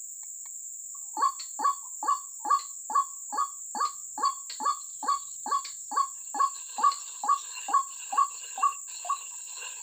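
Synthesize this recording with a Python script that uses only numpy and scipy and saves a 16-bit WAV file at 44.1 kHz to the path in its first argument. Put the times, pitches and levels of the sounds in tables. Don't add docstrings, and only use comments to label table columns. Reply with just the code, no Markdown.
import sys
import numpy as np
from scipy import signal
from scipy.fft import rfft, irfft, next_fast_len
from scipy.io import wavfile
from scipy.ndimage import uniform_filter1d, map_coordinates

SR = 44100
rng = np.random.default_rng(int(sys.argv[2]) if len(sys.argv) > 2 else 0)


def store_wav(level_fs):
    pcm = np.round(np.clip(np.atleast_2d(level_fs), -1, 1) * 32767)
    wavfile.write(sys.argv[1], SR, pcm.T.astype(np.int16))


N = 433062

USUAL_NOTE_S, LEAP_AT_S = 0.11, 0.049
# frequency_hz, gain_db
CRINKLE_SPECTRUM = [(2000, -33), (2700, -16.5), (3200, -10), (3800, -1), (4250, 4.5), (4800, -13),
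                    (5600, -10), (6500, -27.5), (13000, -42.5)]


def amp(db):
    return 10 ** (np.asarray(db) / 20)


def unit(x):
    return x / np.sqrt(np.mean(np.abs(x) ** 2) + 1e-20)


def along(points, hz):
    knots_hz, values = np.transpose(points)
    return np.interp(np.log(hz + 1), np.log(knots_hz + 1), values)


def curves(rows, t):
    times, *columns = np.transpose(rows)
    return [np.interp(t, times, column) for column in columns]


def step(t, at, width):
    return .5 + .5 * np.tanh((t - at) / (2 * width))


def bump(t, at, width):
    return np.exp(-((t - at) / width) ** 2)


def gate(t, length, attack_s, release_db_per_s):
    return np.clip(t / attack_s, 0, 1) * amp(-release_db_per_s * np.maximum(t - length, 0))


def wobble(rate, size=N):
    knots = rng.standard_normal(int(size * rate / SR) + 4)
    return map_coordinates(knots, [np.arange(size) * rate / SR])


def coloured(x, spectrum):
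    size = next_fast_len(len(x) + 8192)
    gain = amp(along(spectrum, np.fft.rfftfreq(size, 1 / SR)))
    return irfft(rfft(x, size) * gain, size)[:len(x)]


def noise(spectrum, size=N):
    return unit(coloured(rng.standard_normal(size), spectrum))


def add(track, start_s, sound):
    i = max(round(start_s * SR), 0)
    track[i:i + len(sound)] += sound[:len(track) - i]


def grove(x, wet_db, build_s=0.0015):
    # frequency_hz, t60_s
    decay = [(200, 0.3), (600, 0.14), (1100, 0.35), (1700, 0.31), (2500, 0.13), (3400, 0.37), (4500, 0.26),
             (9000, 0.18)]
    hz, t, bands = signal.stft(rng.standard_normal(SR // 2), SR, nperseg=256)
    tail = signal.istft(bands * amp(-60 * t / along(decay, hz)[:, None]), SR, nperseg=256)[1]
    tail *= 1 - bump(np.arange(len(tail)) / SR, 0, build_s)
    echo = signal.fftconvolve(x, tail)
    return np.pad(x, (0, len(tail) - 1)) + amp(wet_db) * echo * np.linalg.norm(x) / np.linalg.norm(echo)


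def air():
    # frequency_hz, gain_db
    spectrum = [(25, -15.5), (120, 4), (300, 0.5), (1000, -7.5), (2000, -15.5), (5000, -21), (9000, -6)]
    return amp(-81.5) * noise(spectrum)


def insects():
    # frequency_hz, gain_db
    drone_spectrum = [(4500, -59.5), (6000, -39.5), (6530, -16), (6920, -5), (7350, 1), (7650, -2.5),
                      (7940, -6), (8290, -15.5), (9230, -40.5), (9600, -41), (12400, -77.5)]
    sizzle_spectrum = [(9500, -28.5), (9850, -6), (10200, -23.5), (11300, -44.5), (12500, -34),
                       (13700, -13.5), (14300, -3), (14900, 0), (15100, 7), (15450, 13), (15600, -44)]
    cricket_spectrum = [(4800, -16), (5100, 5), (5500, 15), (5900, 6), (6400, -42.5)]
    drone = amp(-41 + 0.14 * wobble(45) + 0.23 * wobble(13)) * noise(drone_spectrum)
    sizzle_db = np.interp(np.arange(N) / SR, [0, 6, 9.8], [-56.3, -60, -59.5])
    sizzle = amp(sizzle_db + 0.65 * wobble(140)) * noise(sizzle_spectrum)
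    crickets = amp(-72 + 3.5 * wobble(15)) * noise(cricket_spectrum)
    return drone + sizzle + crickets


def taps():
    # start_s, level_db
    knocks = [(0.231, -50.5), (.4565, -46)]
    # pitch_hz, gain_db, t60_s
    modes = [(944, 4, 0.029), (1093, -4, .03), (1820, 0, 0.027), (2230, -4.5, 0.082), (3300, -14, 0.057),
             (3750, -10, .03), (4230, 2, 0.026)]
    out = np.zeros(N)
    t = np.arange(SR // 8) / SR
    for start_s, level_db in knocks:
        ring = np.zeros(len(t))
        for hz, gain_db, t60 in modes:
            decay = amp(gain_db + rng.normal(0, 0.48) - 60 * t / t60)
            ring += decay * np.sin(2 * np.pi * hz * t + wobble(270, len(t)))
        attack = 1 - np.exp(-t / 0.0018)
        add(out, start_s, grove(amp(level_db) * ring * attack, wet_db=-19))
    return out


def far_bird():
    # start_s, length_s, pitch_hz, level_db
    hoots = [(0.944, 0.019, 1114, -46), (1, 0.12, 816, -67), (1.132, 0.047, 900, -52),
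             (1.821, 0.028, 903, -53.5), (1.841, .04, 1026, -47), (2.391, 0.11, 903, -49),
             (3.287, 0.053, 923, -55)]
    out = np.zeros(N)
    t = np.arange(SR // 5) / SR
    for start_s, length, hz, level_db in hoots:
        tone = np.sin(2 * np.pi * hz * t + 0.64 * wobble(180, len(t)))
        arch = np.sin(np.pi * np.minimum(t / length, 1))
        add(out, start_s, grove(amp(level_db) * tone * arch, wet_db=-7))
    return out


def low_voice(age):
    croak_ratio, hoot_ratio, attack_s = .32, .5, 0.0042
    ratio = croak_ratio + (hoot_ratio - croak_ratio) * step(age, .03, .005)
    gain = amp(-8.5) * bump(age, 0.017, .009) + amp(-8) * bump(age, 0.047, 0.0074)
    gain += amp(-26) * gate(age, LEAP_AT_S, attack_s, release_db_per_s=598)
    flare = amp(-10.5) * bump(age, LEAP_AT_S + 0.0058, 0.0064)
    sidebands = amp(-19.5 - 10.5 * step(age, LEAP_AT_S, 0.0043)) + flare
    return ratio, gain, sidebands * np.minimum(age / attack_s, 1)


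def near_reflection(held, sounding, strength=0.77, beat_hz=52):
    size = len(held)
    slip = 2 * np.pi * np.cumsum(held * beat_hz * np.exp(.35 * wobble(40, size))) / SR
    depth = np.clip(strength + 0.19 * wobble(31, size), 0, 1.3) * held
    gain = 1 + depth * np.exp(1j * slip * rng.choice([-1, 1]))
    gain /= (1 + np.abs(gain) ** 4) ** (1 / 4)
    return gain / np.sqrt(np.mean(np.abs(gain[sounding]) ** 2))


def beak_rasp(t, main_phase, low_phase, croak, held):
    # pitch_multiple, croak_db, hoot_db
    overtones = [(2, -28, -34.5), (2.5, -65, -34.5), (3, -76, -35), (4, -56, -31), (4.5, -53, -34.5)]
    # centre_hz, width_hz, croak_db, hoot_db
    resonances = [(3536, 220, -73.5, -33.5), (4420, 220, -20, -38)]
    size = len(t)
    rasp = np.zeros(size)
    for multiple, croak_db, hoot_db in overtones:
        gain = (amp(croak_db) * croak + amp(hoot_db) * held) * amp(4.5 * wobble(90, size))
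        rasp += gain * np.sin(multiple * main_phase + 0.39 * wobble(150, size))
    pulses = 1 + .5 * np.cos(low_phase)
    for centre_hz, width_hz, croak_db, hoot_db in resonances:
        drive = pulses * (wobble(width_hz, size) + 1j * wobble(width_hz, size)) / np.sqrt(2)
        hz = centre_hz * (1 + 0.017 * rng.standard_normal())
        ring = np.real(drive * np.exp(2j * np.pi * hz * t))
        rasp += amp(croak_db + (hoot_db - croak_db) * held) * ring * (1 - np.exp(-t / .008))
    return rasp


def note(length, croak_hz, croak_db, hoot_hz, hoot_db, hoarse_db):
    # frequency_hz, gain_db
    throat = [(120, -46.5), (180, -15.5), (240, -1.5), (1300, 1.5), (1560, 5.5), (1800, -8.5), (2100, -15),
              (3000, -27.5)]
    # frequency_hz, gain_db
    beak = [(1500, 2.5), (1800, -0.5), (2080, -4), (2300, -12), (2550, 4), (2800, -15), (3500, -4),
            (3950, -28.5), (4400, 1), (5100, -10.5), (6000, -22.5)]
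    overshoot, settle_s, sag_hz_per_s = .09, .014, 220
    croak_jitter, hoot_jitter = 0.038, 0.009
    size = SR // 4
    t = np.arange(size) / SR
    age = t * np.sqrt(USUAL_NOTE_S / length)
    leap = step(age, LEAP_AT_S, 0.0043) * (1 + overshoot * bump(age, LEAP_AT_S + settle_s, settle_s))
    croak = 1 - np.clip(leap, 0, 1)
    held = np.clip((age - .058) / .016, 0, 1)

    hz = croak_hz + (hoot_hz - croak_hz) * leap - sag_hz_per_s * np.maximum(age - LEAP_AT_S, 0)
    hz *= 1 + (hoot_jitter + (croak_jitter - hoot_jitter) * croak) * wobble(170, size)
    ratio, low_gain, sideband_gain = low_voice(age)
    main_phase = 2 * np.pi * np.cumsum(hz) / SR
    low_phase = 2 * np.pi * np.cumsum(hz * ratio * (1 + 0.099 * croak * wobble(200, size))) / SR
    tone = np.real(near_reflection(held, t < length) * np.exp(1j * main_phase))
    tone *= amp(2.2 * croak * wobble(260, size))
    sidebands = np.sin(main_phase + low_phase) + 0.39 * croak * np.sin(main_phase - low_phase)
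    sidebands *= sideband_gain * amp(0.36 * hoarse_db + 0.67 * wobble(150, size))
    hoarse = low_gain * amp(hoarse_db) * np.sin(low_phase) + sidebands
    rasp = amp(0.77 + 1.29 * hoarse_db) * beak_rasp(t, main_phase, low_phase, croak, held)

    effort_db = 10.5 * np.exp(-age / 0.0027) - 4.5 * bump(age, 0.047, 0.0038)
    level_db = croak_db + (hoot_db - croak_db) * step(age, 0.056, 0.0014)
    release_db = 450 * np.maximum(t - length + 0.01, 0)
    attack = 1 - bump(t, 0, .0017)
    envelope = np.sqrt(2) * amp(level_db + effort_db - release_db) * attack
    voice = grove(coloured(envelope * (tone + hoarse), throat), wet_db=-16)
    return voice + grove(coloured(envelope * rasp, beak), wet_db=-0.5)


def waterhen():
    # start_s, hoot_db, hoarseness_db
    notes = [(1.168, -23, .5), (1.591, -23, 1), (2.027, -24, -1.5), (2.449, -22, 0), (2.898, -22.5, -4),
             (3.325, -27, 0.5), (3.749, -26, 3.5), (4.176, -24.5, 4), (4.601, -25, 4), (5.027, -24.5, 4),
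             (5.46, -26, 4.5), (5.914, -24, 1), (6.344, -23, 1), (6.782, -20.5, -2.5), (7.235, -22.5, -5.5),
             (7.684, -21, -2.5), (8.124, -21, -5.5), (8.576, -21.5, -11), (9.047, -26, -28.5)]
    # time_s, croak_hz, croak_db, hoot_hz
    bout = [(1.2, 855.4, -32, 1136), (5.7, 842.2, -37, 1128), (6.8, 836.6, -31.5, 1131),
            (8.12, 819, -34, 1108), (8.58, 757, -34.5, 1121), (9.05, 718, -40.5, 1115)]
    out = np.zeros(N)
    for start_s, hoot_db, hoarse_db in notes:
        croak_hz, croak_db, hoot_hz = curves(bout, start_s)
        length = USUAL_NOTE_S + .0008 * hoarse_db
        add(out, start_s, note(length, croak_hz, croak_db, hoot_hz, hoot_db, hoarse_db))
    return out


def snaps():
    # time_s, level_db, body_relative_db, t60_s
    breaks = [(1.394, -35, -22.5, 0.075), (2.59, -37, -19, 0.066), (3.851, -34, -12, 0.057),
              (4.497, -29.5, -17.5, 0.052), (5.648, -25.5, -29, 0.038), (6.916, -27, -12.5, 0.029)]
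    # frequency_hz, gain_db
    crack_spectrum = [(500, -67), (1300, -23), (1700, -16), (2080, -5), (2550, -8.5), (3200, -14.5),
                      (3650, -11.5), (4000, -3.5), (4350, 8.5), (4750, -7), (5400, -9.5), (6200, -17),
                      (9500, -73)]
    body_spectrum = [(150, -49.5), (350, -21), (500, 10), (700, -14), (1000, 1.5), (1400, -1), (2200, -31)]
    out = np.zeros(N)
    t = np.arange(SR // 4) / SR
    for time_s, level_db, body_db, t60 in breaks:
        snap = noise(crack_spectrum, len(t)) + amp(body_db) * noise(body_spectrum, len(t))
        envelope = amp(level_db + 2 - 60 * t / t60) * (1 - bump(t, 0, 0.0035))
        add(out, time_s - .002, grove(envelope * snap, wet_db=2))
    return out


def rustle(spectrum, contacts_per_s, spread_db, patchy_db=5):
    hits = rng.random(N) < contacts_per_s / SR
    contacts = hits * rng.standard_normal(N) * amp(spread_db * wobble(60))
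    bands = signal.stft(contacts, nperseg=512)[2]
    patches = uniform_filter1d(rng.standard_normal(bands.shape), 3, axis=0)
    patches = unit(uniform_filter1d(patches, 10, axis=1))
    patchy = signal.istft(bands * amp(patchy_db * patches), nperseg=512)[1][:N]
    return unit(coloured(patchy, spectrum))


def stirring():
    # start_s, length_s, rustle_db, rumble_db
    shifts = [(3.878, 0.13, -87.5, -79), (4.656, .35, -61.5, -91.5), (5.014, 0.59, -66, -77.5)]
    # time_s, level_db
    rumble_floor = [(0, -87.5), (3.5, -88), (7, -84)]
    # frequency_hz, gain_db
    rumble_spectrum = [(25, -23), (50, -9.5), (90, 3), (130, 1.5), (200, -15), (400, -16), (1500, -47.5)]
    t = np.arange(N) / SR
    touch_gain, rumble_gain = np.zeros(N), amp(curves(rumble_floor, t)[0])
    for start_s, length, rustle_db, rumble_db in shifts:
        move = gate(t - start_s, length, attack_s=0.042, release_db_per_s=30)
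        touch_gain += amp(rustle_db) * move
        rumble_gain += amp(rumble_db) * move
    touches = touch_gain * rustle(CRINKLE_SPECTRUM, contacts_per_s=4600, spread_db=4)
    return touches + rumble_gain * amp(1.5 * wobble(6.2)) * noise(rumble_spectrum)


def leaves():
    # start_s, length_s, hardest_after_s, brush_db, crinkle_db
    strokes = [(6.133, 0.24, 0.075, -68.5, -69.5), (6.347, 0.22, .08, -64, -66),
               (6.534, 0.072, 0.069, -57.5, -49.5), (6.662, 0.24, 0.15, -51, -51),
               (6.964, .25, 0.16, -55, -50), (7.292, 0.41, 0.33, -48, -48.5),
               (7.869, 0.32, 0.3, -49.5, -54), (8.277, 0.44, 0.28, -49.5, -52),
               (8.87, 0.58, 0.18, -49, -51), (9.458, .4, 0.22, -47.5, -50.5)]
    # frequency_hz, gain_db
    brush_spectrum = [(150, -45.5), (300, -30), (480, -8.5), (600, -16.5), (780, -14.5), (1000, 4.5),
                      (1300, -20), (1600, -1.5), (1900, -17), (2330, -18.5), (2750, 8.5), (3060, -13),
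                      (3400, -9), (4400, -44)]
    press_db_per_s, ease_db_per_s = 31, 34
    bent_s, rise_db_per_s, fall_db_per_s = 0.11, 49, 31
    brush, crinkle = np.zeros(N), np.zeros(N)
    t = np.arange(SR) / SR
    for start_s, length, hardest_s, brush_db, crinkle_db in strokes:
        touch = gate(t, length, attack_s=0.024, release_db_per_s=199.5)
        pressure_db = -np.maximum(press_db_per_s * (hardest_s - t), ease_db_per_s * (t - hardest_s))
        bend_db = -np.maximum(rise_db_per_s * (bent_s - t), fall_db_per_s * (t - bent_s))
        add(brush, start_s, touch * amp(brush_db + pressure_db))
        add(crinkle, start_s, touch * amp(crinkle_db + bend_db))
    brush *= amp(3) * rustle(brush_spectrum, contacts_per_s=5000, spread_db=-2.5)
    crinkle *= amp(1) * rustle(CRINKLE_SPECTRUM, contacts_per_s=7400, spread_db=-2)
    return brush + crinkle


def scene():
    return (waterhen() + far_bird() + taps() + snaps() + leaves() + stirring() + insects() + air())[None]


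def record(dry):
    top_hz = 15600
    size = next_fast_len(N + 8192)
    passband = np.fft.rfftfreq(size, 1 / SR) < top_hz
    return irfft(rfft(dry, size) * passband, size)[:, :N]


dry = scene()
out = record(dry)
store_wav(out)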